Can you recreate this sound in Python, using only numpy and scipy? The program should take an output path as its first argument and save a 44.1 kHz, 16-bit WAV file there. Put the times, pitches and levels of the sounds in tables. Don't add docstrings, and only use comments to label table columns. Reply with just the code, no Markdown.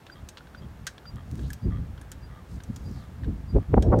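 import sys
import numpy as np
from scipy import signal
from scipy.io import wavfile
from scipy.ndimage import uniform_filter1d

SR = 44100
rng = np.random.default_rng(int(sys.argv[2]) if len(sys.argv) > 2 else 0)


def output_pcm(signal):
    pcm = np.clip(np.atleast_2d(signal).T, -1, 1) * 32767
    wavfile.write(sys.argv[1], SR, np.round(pcm).astype(np.int16))


N = 176400
T = np.arange(N) / SR


def from_db(db):
    return 10 ** (np.asarray(db) / 20)


def band_pass(x, edges_hz, order=2):
    return signal.sosfilt(signal.butter(order, edges_hz, "band", fs=SR, output="sos"), x)


def drift(rate_hz):
    step, warm_up = 40, 2000
    r = np.exp(-2 * np.pi * rate_hz * step / SR)
    white = rng.standard_normal(N // step + warm_up + 2)
    slow = signal.lfilter([1], [1, -2 * r, r * r], white)[warm_up:]
    slow /= np.sqrt(np.mean(slow ** 2))
    return np.interp(np.arange(N) / step, np.arange(len(slow)), slow)


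def noise_bands(colour):
    hz, db = np.transpose(colour)
    edges = 22 * 2 ** (np.arange(30) / 3)
    centres = np.sqrt(edges[1:] * edges[:-1])
    octaves_outside = np.abs(np.log2(centres / np.clip(centres, hz[0], hz[-1])))
    gains = from_db(np.interp(np.log(centres), np.log(hz), db) - 24 * octaves_outside)
    white = rng.standard_normal((2, N))
    bands = np.array([g * band_pass(white[k % 2], edges[k:k + 2]) for k, g in enumerate(gains)])
    return centres, bands / bands.sum(0).std()


def noise(colour):
    return noise_bands(colour)[1].sum(0)


def evened(x, samples):
    power = uniform_filter1d(uniform_filter1d(x ** 2, samples), samples)
    return x / np.sqrt(power + 1e-12)


def cluster(edges_hz):
    return evened(band_pass(rng.standard_normal(N), edges_hz), samples=300)


def swell(middle_s, half_length_s):
    return np.exp(-np.minimum(((T - middle_s) / half_length_s) ** 2, 50))


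def fade(start_s, fade_s):
    return (T >= start_s) * np.exp(-np.clip(np.log(1000) * (T - start_s) / fade_s, 0, 40))


def strike(times_s, db, tones, spread_db):
    out = np.zeros(N)
    at = np.clip((times_s * SR).astype(int), 0, N - 1)
    for hz, tone_db, fade_s in tones:
        strengths = from_db(db + tone_db + rng.normal(0, spread_db, len(at)))
        blows = np.full(N, 1e-18)
        blows[at] = strengths * rng.choice([-1, 1], len(at))
        r, w = np.exp(-np.log(1000) / (fade_s * SR)), 2 * np.pi * hz / SR
        out += signal.lfilter([0, np.sin(w)], [1, -2 * r * np.cos(w), r * r], blows)
    return out


def garden_hush():
    # frequency_hz, level_db
    colour = [(40, -3.5), (100, -1.5), (500, -5), (1600, -12), (2200, -18), (5000, -26), (7000, -29),
              (15500, -33.5)]
    return from_db(-53.5) * noise(colour)


def wind_rumble():
    # time_s, level_db
    puffs = [(0, -54), (.19, -51), (.235, -38), (.35, -58), (.56, -50), (.62, -38.5), (.82, -44.5),
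             (.97, -56.5), (1.13, -38), (1.27, -40), (1.33, -29), (1.39, -34.5), (1.45, -26.5),
             (1.6, -47.5), (1.66, -19.5), (1.71, -31), (1.79, -30), (1.9, -37), (2.09, -44), (2.27, -40),
             (2.48, -50), (2.515, -32.5), (2.66, -44.5), (2.71, -34), (2.79, -38.5), (2.98, -34),
             (3.03, -46), (3.18, -41), (3.28, -23.5), (3.37, -39.5), (3.5, -37), (3.57, -13.5),
             (3.655, -47.5), (3.71, -21), (3.8, -13), (3.83, -24.5), (3.9, -18.5), (3.95, -16.5),
             (4, -19.5)]
    # frequency_hz, level_db
    colour = [(25, -17), (60, 4.5), (90, 2), (150, -3.5), (250, -13), (400, -35.5), (1600, -92.5)]
    flutter_db = 4 * np.tanh(drift(rate_hz=31))
    level_db = np.interp(T, *np.transpose(puffs)) + flutter_db
    return from_db(level_db) * evened(noise(colour), samples=2000)


def wind_buffets():
    # middle_s, length_s, level_db, upper_edge_hz
    buffets = [(1.393, 0.028, -36, 356), (1.665, 0.035, -27, 330), (2.704, 0.015, -27.5, 303),
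               (2.89, 0.053, -40.5, 350), (3.289, 0.04, -29, 373), (3.566, 0.033, -20, 544),
               (3.742, 0.014, -14, 607), (3.779, 0.018, -16, 770), (3.91, 0.21, -25.5, 565),
               (3.935, 0.023, -14.5, 915), (3.965, 0.072, -23, 600)]
    lower_edge_hz = 114
    roughness = from_db(2 * drift(rate_hz=48))
    out = np.zeros(N)
    for s, length, db, edge_hz in buffets:
        swirl = band_pass(rng.standard_normal(N), [lower_edge_hz, edge_hz])
        swirl = signal.sosfilt(signal.butter(3, 1.05 * edge_hz, fs=SR, output="sos"), swirl)
        out += from_db(db) * swell(s, length * 0.51) * evened(swirl * roughness, samples=600)
    return out


def wind_pops():
    # middle_s, strength_db, centre_hz
    pops = [(3.585, -8.5, 210), (3.7422, -4.5, 490), (3.78, -0.5, 297), (3.944, 1, 290)]
    out = np.zeros(N)
    for s, db, hz in pops:
        scaled_time = 2 * np.pi * hz * (T - s)
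        out += from_db(db) * scaled_time / (1 + scaled_time ** 2) ** 2
    return out


def shaft_rubbing():
    # middle_s, half_length_s, level_db
    rubs = [(1.42, 0.12, -63), (2.533, 0.043, -63.5), (2.903, 0.21, -66.5)]
    # frequency_hz, level_db
    colour = [(2500, -17.5), (4000, 6.5), (6500, 6.5), (16000, -7)]
    # middle_s, half_length_s, level_db, pitch_hz, glide_hz_per_s
    scrapes = [(1.452, 0.034, -57, 3800, 14002), (2.977, 0.087, -61.5, 4460, -15000)]
    level = sum(from_db(db) * swell(s, half_length) for s, half_length, db in rubs)
    out = level * noise(colour) * from_db(2.5 * drift(rate_hz=120))
    rough_hz = 520 * drift(rate_hz=640)
    for s, half_length, db, hz, glide in scrapes:
        phase = 2 * np.pi * np.cumsum(hz + glide * (T - s) + rough_hz) / SR
        out += from_db(db) * swell(s, half_length) * np.sin(phase)
    return out


def axle_squeaks():
    # middle_s, length_s, level_db, pitch_hz
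    squeaks = [(0.13, 0.021, -50.5, 4740), (.586, 0.025, -57, 4760), (1.084, 0.032, -47, 4777),
               (1.642, 0.045, -63.5, 4770), (2.244, 0.04, -60, 4800), (2.871, 0.042, -59.5, 4790),
               (3.504, 0.034, -57.5, 4783)]
    waver_hz, overtone_db = 19, -29
    waver_cycles = np.cumsum(waver_hz * drift(rate_hz=60)) / SR
    out = np.zeros(N)
    for s, length, db, hz in squeaks:
        phase = 2 * np.pi * (hz * T + waver_cycles)
        tone = np.sin(phase) + from_db(overtone_db) * np.sin(3 * phase)
        out += np.sqrt(2) * from_db(db) * swell(s, length / 2) * tone
    return out


def linkage_creaks():
    # start_s, length_s, level_db, relative_squeal_db
    creaks = [(0.156, 0.043, -52.5, 7), (0.62, 0.032, -56, 10.5), (1.169, 0.048, -47.5, -4),
              (1.709, 0.084, -46.5, -3.5), (2.3, .1, -49, -7), (2.962, 0.096, -52.5, -6),
              (3.605, 0.043, -52, -6)]
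    # pitch_hz, relative_db, fade_s
    low_tones = [(1196, -1.5, 0.048), (1730, -3, 0.014), (1933, -8.5, 0.034)]
    # pitch_hz, relative_db, fade_s
    squeal_tones = [(3250, -6, 0.024), (3720, -12, 0.01)]
    slips_per_s, jitter_s = 80, 0.00078
    slips = [(s + age, db, squeal_db) for s, length, db, squeal_db in creaks
             for age in np.arange(0, length, 1 / slips_per_s)]
    times, db, squeal_db = np.transpose(slips)
    times = times + rng.normal(0, jitter_s, len(times))
    low_ring = strike(times, db, low_tones, spread_db=3)
    squeal = strike(times, db + squeal_db, squeal_tones, spread_db=2)
    grit = from_db(2 * drift(rate_hz=400))
    return (low_ring + squeal) * grit


def dry_ticks():
    # start_s, level_db
    ticks = [(1.1593, -35), (1.3142, -31.5), (1.356, -33)]
    spikes = np.full(N, 1e-18)
    for s, db in ticks:
        spikes[int(s * SR)] = 2 * from_db(db)
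    return band_pass(spikes, edges_hz=(2490, 8950), order=1)


def crank_knocks():
    # start_s, level_db, pitch_hz, relative_rattle_db
    knocks = [(0.0662, -54, 1720, 9), (0.0983, -36.5, 1530, -15), (0.3719, -55, 1540, 16),
              (0.3805, -50.5, 1630, 5), (0.407, -42, 1440, -17), (0.471, -46.5, 1540, -7),
              (0.5476, -36, 1470, -13), (0.98, -45, 1710, 0), (1.0547, -39.5, 1390, -13),
              (1.393, -44, 1610, -7), (1.5043, -34, 1690, -27), (1.9771, -46, 1460, -6),
              (2.6027, -43, 1570, -6), (3.234, -43, 1780, -11), (3.244, -41.5, 1590, -7)]
    # frequency_hz, level_db
    colour = [(700, 4), (1600, 3), (2500, -3), (3300, 7.5), (4100, 0.5), (5200, -7.5), (14000, -32)]
    rise_s = 0.00094
    rattle_noise = noise(colour)
    out = np.zeros(N)
    for s, db, hz, rattle_db in knocks:
        age = np.maximum(T - s, 0)
        note = np.sin(2 * np.pi * hz * age) * (1 - np.exp(-age / rise_s)) * fade(s, fade_s=0.019)
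        rattle = from_db(rattle_db) * rattle_noise * fade(s, fade_s=0.042)
        out += from_db(db) * (2 * note + rattle)
    return out


def rod_clicks():
    # start_s, level_db, relative_wood_db, upper_edge_hz, contact_pitch_hz
    clicks = [(0.2881, -38.5, -11, 10400, 6300), (0.8677, -30, 13.5, 10700, 6400),
              (0.8729, -34, -1, 6650, 3350), (1.503, -44, 11, 14900, 9100),
              (1.5316, -39.5, -2, 14500, 13600), (2.014, -52, 15.5, 14000, 9700),
              (2.117, -39, 1.5, 15000, 7130), (2.636, -48, -8, 15000, 5740),
              (2.7612, -42.5, 0.5, 12500, 6970), (3.824, -37, 3.5, 9100, 3310),
              (3.988, -46, 12, 10600, 6100)]
    # frequency_hz, level_db
    colour = [(500, -11), (2200, -5), (4000, -1), (7000, 1), (9300, -2), (13500, -5), (16000, -16)]
    # pitch_hz, relative_db
    rod_tones = [(1615, -23), (3260, -26), (3920, -25), (5530, -26), (6480, -21), (8005, -23)]
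    snap_fade_s, tail_fade_s, tail_db = 0.034, 0.17, -18
    wood_base_db, contact_db, contact_spread_hz = -14, -5, 170
    damping_hz, ring_cycles = 17000, 650
    hz, bands = noise_bands(colour)
    wood = cluster(edges_hz=(1430, 1830))
    age = T[:SR // 3]
    loss = -60 * np.outer(1 + (hz / damping_hz) ** 2, age)
    decay = from_db(loss / snap_fade_s) + from_db(tail_db + loss / tail_fade_s)
    out = np.zeros(N)
    for s, db, wood_db, edge_hz, contact_hz in clicks:
        span = slice(int(s * SR), int(s * SR) + len(age))
        snap = bands[:, span]
        gains = from_db(db + rng.normal(0, 1, len(hz))) / np.sqrt(1 + (hz / edge_hz) ** 8)
        out[span] += gains @ (snap * decay[:, :snap.shape[1]])
        out += from_db(db + wood_db + wood_base_db) * wood * fade(s, fade_s=0.075)
        contact = cluster([contact_hz - contact_spread_hz, contact_hz + contact_spread_hz])
        out += from_db(db + contact_db) * contact * fade(s, snap_fade_s)
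    times, levels_db = np.transpose(clicks)[:2]
    tones = [(pitch_hz, db, ring_cycles / pitch_hz) for pitch_hz, db in rod_tones]
    return out + strike(times, levels_db, tones, spread_db=3)


def scene():
    hits = rod_clicks() + crank_knocks() + dry_ticks()
    friction = axle_squeaks() + linkage_creaks() + shaft_rubbing()
    wind = wind_rumble() + wind_buffets() + wind_pops()
    return (hits + friction + wind + garden_hush())[None]


def record(dry):
    low_cut_hz, high_cut_hz = 19.2, 15800
    dip_hz, dip_share = 10500, 0.72
    sound = signal.sosfilt(signal.butter(2, low_cut_hz, "high", fs=SR, output="sos"), dry)
    sound -= dip_share * signal.lfilter(*signal.iirpeak(dip_hz, Q=41, fs=SR), sound)
    return signal.sosfilt(signal.ellip(10, .3, 80, high_cut_hz, fs=SR, output="sos"), sound)


dry = scene()
out = record(dry)
output_pcm(out)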